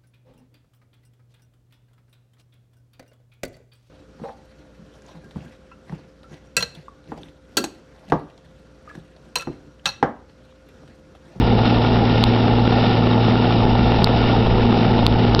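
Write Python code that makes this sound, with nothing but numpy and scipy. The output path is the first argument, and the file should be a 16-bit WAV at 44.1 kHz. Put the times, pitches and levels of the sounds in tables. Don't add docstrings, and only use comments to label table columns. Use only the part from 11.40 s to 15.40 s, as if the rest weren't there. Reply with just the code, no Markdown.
import sys
import numpy as np
from scipy import signal
from scipy.fft import rfft, irfft
from scipy.io import wavfile

SR = 44100
rng = np.random.default_rng(int(sys.argv[2]) if len(sys.argv) > 2 else 0)


def wav_out(sig):
    wavfile.write(sys.argv[1], SR, np.round(np.clip(np.atleast_2d(sig).T, -1, 1) * 32767).astype(np.int16))


N = 176400
T = np.arange(N) / SR
FREQS = np.fft.rfftfreq(N, 1 / SR)


def amp(db):
    return 10 ** (np.asarray(db) / 20)


def unit(x):
    return x / np.sqrt(np.mean(x ** 2) + 1e-20)


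def curve(points):
    return np.interp(T, *np.transpose(points))


def arch(centre, length):
    return np.cos(np.pi * np.clip((T - centre) / length, -.5, .5))


def colour(x, points):
    hz, db = np.transpose(points)
    eq = amp(np.interp(np.log(FREQS + 1), np.log(hz), db))
    return unit(irfft(rfft(x) * eq, N))


def drift(hz):
    smoothing = (FREQS > 0) * np.exp(-(FREQS / hz) ** 2)
    return unit(irfft(rfft(rng.standard_normal(N)) * smoothing, N))


def lowpass(x, hz, taps):
    return signal.oaconvolve(x, signal.firwin(taps, hz, window=("kaiser", 9), fs=SR), "same")


def tones(turns, orders, waver_db, waver_hz, slip_rad):
    out = np.zeros(N)
    for multiple, db in orders:
        peak = np.sqrt(2) * amp(db + waver_db * drift(waver_hz))
        phase = 2 * np.pi * (multiple * turns + rng.random()) + slip_rad * drift(waver_hz)
        out += peak * np.sin(phase)
    return out


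def throb(turns, depth):
    return 1 + depth * np.cos(2 * np.pi * 2 * turns)


# (multiple of crank speed, level [dB])
ENGINE_ORDERS = [(1, -30.5), (2, -18), (3, -28.5), (4, -38), (6, -39.5), (8, -34), (9, -44)]
# (frequency [Hz], relative level [dB])
ROAR_EQ = [(20, -9), (100, -4.5), (135, -3.5), (155, -1.5), (185, -1.5), (212, 4), (270, -3.5), (350, -2),
           (480, -5.5), (510, -10), (595, -10.5), (640, -7.5), (830, -4.5), (915, -7), (950, -12.5),
           (1120, -23), (1600, -32), (3000, -57)]
def engine(turns):
    gusts = throb(turns, depth=0.036) * amp(1.2 * drift(hz=91) + 0.28 * drift(hz=6))
    roar = colour(rng.standard_normal(N) * gusts, ROAR_EQ)
    hum = tones(turns, ENGINE_ORDERS, waver_db=.45, waver_hz=5, slip_rad=.03)
    return hum + amp(-17.5) * roar


# (multiple of pump rate, level before the fader [dB])
PUMP_ORDERS = [(1, -22), (2, -35)]
# (time [s], gain [dB])
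PUMP_FADER = [(0, 2), (.6, -0.5), (1.1, 1), (1.7, 1), (2.3, 0), (3.1, -2), (3.5, 1.5), (4, -2.5)]
def hydraulics(turns, pump_per_turn=4.2726, whine_hz=530.2):
    drone = tones(turns * pump_per_turn, PUMP_ORDERS, waver_db=.6, waver_hz=6, slip_rad=.1)
    whine = tones(whine_hz * T, [(1, -38)], waver_db=1.5, waver_hz=3, slip_rad=.15)
    return amp(curve(PUMP_FADER)) * drone + whine


# (frequency [Hz], relative level [dB])
RATTLE_EQ = [(500, -43), (1100, -2), (1400, 7.5), (1480, 1.5), (1560, -10.5), (1690, -4), (1780, 3.5),
             (2000, -5), (2200, -1.5), (2290, -1), (2450, -4), (2780, 3.5), (3000, 1.5), (3230, -3.5),
             (3680, 2), (4300, -7.5), (5100, -6.5), (5700, -12.5), (6200, -39.5)]
# (time [s], level [dB])
RATTLE_FADER = [(0, -30), (.2, -30.5), (.27, -24.5), (.38, -30.5), (.46, -27), (.6, -30), (.75, -26),
                (1.2, -30), (1.4, -25.5), (1.6, -29), (2.1, -27.5), (2.35, -29.5), (2.5, -27), (2.72, -28),
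                (2.86, -26.5), (3.2, -30.5), (3.38, -28), (3.74, -30.5), (3.85, -28.5), (4, -31)]
def rattle(turns):
    chatter = throb(turns, depth=0.053) * amp(drift(hz=248) + .5 * drift(hz=9.2))
    return colour(rng.standard_normal(N) * chatter, RATTLE_EQ) * amp(curve(RATTLE_FADER))


# (centre time [s], level [dB], pitch [Hz], length [s])
GRINDS = [(1.343, -30, 765, 0.076), (1.77, -23, 217, 0.21), (2.263, -18.5, 818, 0.074),
          (2.841, -23, 470, 0.066), (2.942, -18.5, 880, 0.042), (3.289, -14.5, 221, 0.14),
          (3.374, -23, 710, 0.028)]
def grinds(log_width=0.081):
    out = np.zeros(N)
    for centre, db, hz, length in GRINDS:
        resonance = np.exp(-(np.log(FREQS / hz + 1e-9) / log_width) ** 2)
        ring = unit(irfft(rfft(rng.standard_normal(N)) * resonance, N))
        out += amp(db) * ring * arch(centre, length)
    return out


# (frequency [Hz], relative level [dB])
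CLOD_EQ = [(150, -8.5), (300, -1), (850, -2.5), (1050, -9), (1400, -9.5), (1700, -19.5), (3600, -17),
           (5000, -29.5), (6200, -52)]
def clods(per_second=45, decay_s=0.0036):
    hits = (rng.random(N) < per_second / SR) * rng.uniform(0.13, 1, N)
    envelope = signal.lfilter([1], [1, -np.exp(-1 / (decay_s * SR))], hits)
    return amp(-27) * colour(envelope * rng.standard_normal(N), CLOD_EQ)


def crumbs(per_second=160, pitches=24, decay_cycles=2.5):
    t, out = np.arange(512) / SR, np.zeros(N)
    for hz in np.geomspace(750, 3700, pitches):
        hits = rng.random(N) < per_second / pitches / SR
        accents = amp(4.4 * np.minimum(rng.exponential(1, N), 2))
        envelope = (1 - np.exp(-t * hz)) * np.exp(-t * hz / decay_cycles)
        tick = np.sin(2 * np.pi * hz * t) * envelope
        out += signal.oaconvolve(hits * accents, tick)[:N]
    return amp(-36) * unit(out)


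# (frequency [Hz], relative level [dB])
RUMBLE_EQ = [(8, 4.5), (25, -21), (42, 5), (56, 11.5), (72, -0.5), (110, -23), (300, -61)]
# (time [s], level [dB])
RUMBLE_FADER = [(0, -19), (.2, -30.5), (.3, -30), (.72, -30), (.85, -23), (.97, -29), (2.1, -38.5),
                (2.3, -18.5), (2.8, -26.5), (3.1, -16), (3.45, -35), (3.65, -22), (4, -27)]
def rumble():
    return colour(rng.standard_normal(N), RUMBLE_EQ) * amp(curve(RUMBLE_FADER))


# (time [s], speed [turns/s])
CRANK_SPEED = [(0.0, 54.92), (0.18, 57.51), (0.3, 57.14), (0.6, 56.82), (0.85, 56.86), (1.1, 57.16),
               (1.35, 57.28), (1.55, 57.09), (2.15, 57.35), (2.3, 56.22), (2.45, 57.16), (2.65, 56.82),
               (2.95, 57.46), (3.1, 56.22), (3.5, 57.15), (3.65, 55.62), (3.8, 57.24), (4.0, 54.97)]
def scene():
    turns = np.cumsum(curve(CRANK_SPEED)) / SR
    machine = engine(turns) + hydraulics(turns) + rattle(turns)
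    return (machine + rumble() + crumbs() + clods() + grinds())[None]


# (centre time [s], level before clipping [dB], pitch [Hz], length [ms])
CLICKS = [(0.8395, 0, 3660, 0.83), (2.6442, 0.6, 4300, 0.83), (3.666, 0, 3680, 0.83),
          (3.949, -1.5, 4040, 0.39), (3.9936, -1, 3930, .45)]
def overload(x, swell_s=0.002, swell_db=-.5, swing_offset=0.26):
    for centre, db, hz, ms in CLICKS:
        swell, burst = arch(centre, swell_s) ** 2, arch(centre, ms / 1000)
        swings = amp(db) * (swing_offset + np.cos(2 * np.pi * hz * (T - centre)))
        x = x * (1 - swell) + amp(swell_db) * swell
        x = x * (1 - np.sqrt(burst)) + burst * swings
    return x


def limiter(x, threshold_db=-7, slope=1.405, lag_s=.0008, attack_s=.0002, release_s=0.011):
    duck_db = slope * np.maximum(20 * np.log10(abs(x) + 1e-9) - threshold_db, 0)
    fall = T / release_s
    held_db = np.exp(np.maximum.accumulate(np.log(duck_db + 1e-9) + fall) - fall)
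    late_db = np.interp(T - lag_s, T, held_db)
    pole = np.exp(-1 / (attack_s * SR))
    return amp(-signal.lfilter([1 - pole], [1, -pole], late_db))


def record(dry):
    ducked = dry[0] * limiter(overload(dry[0]))
    narrow = lowpass(overload(ducked), hz=5800, taps=121)
    clipped = np.clip(narrow, -1, 1)
    return lowpass(clipped, hz=16300, taps=601)[None]


dry = scene()
out = record(dry)
wav_out(out)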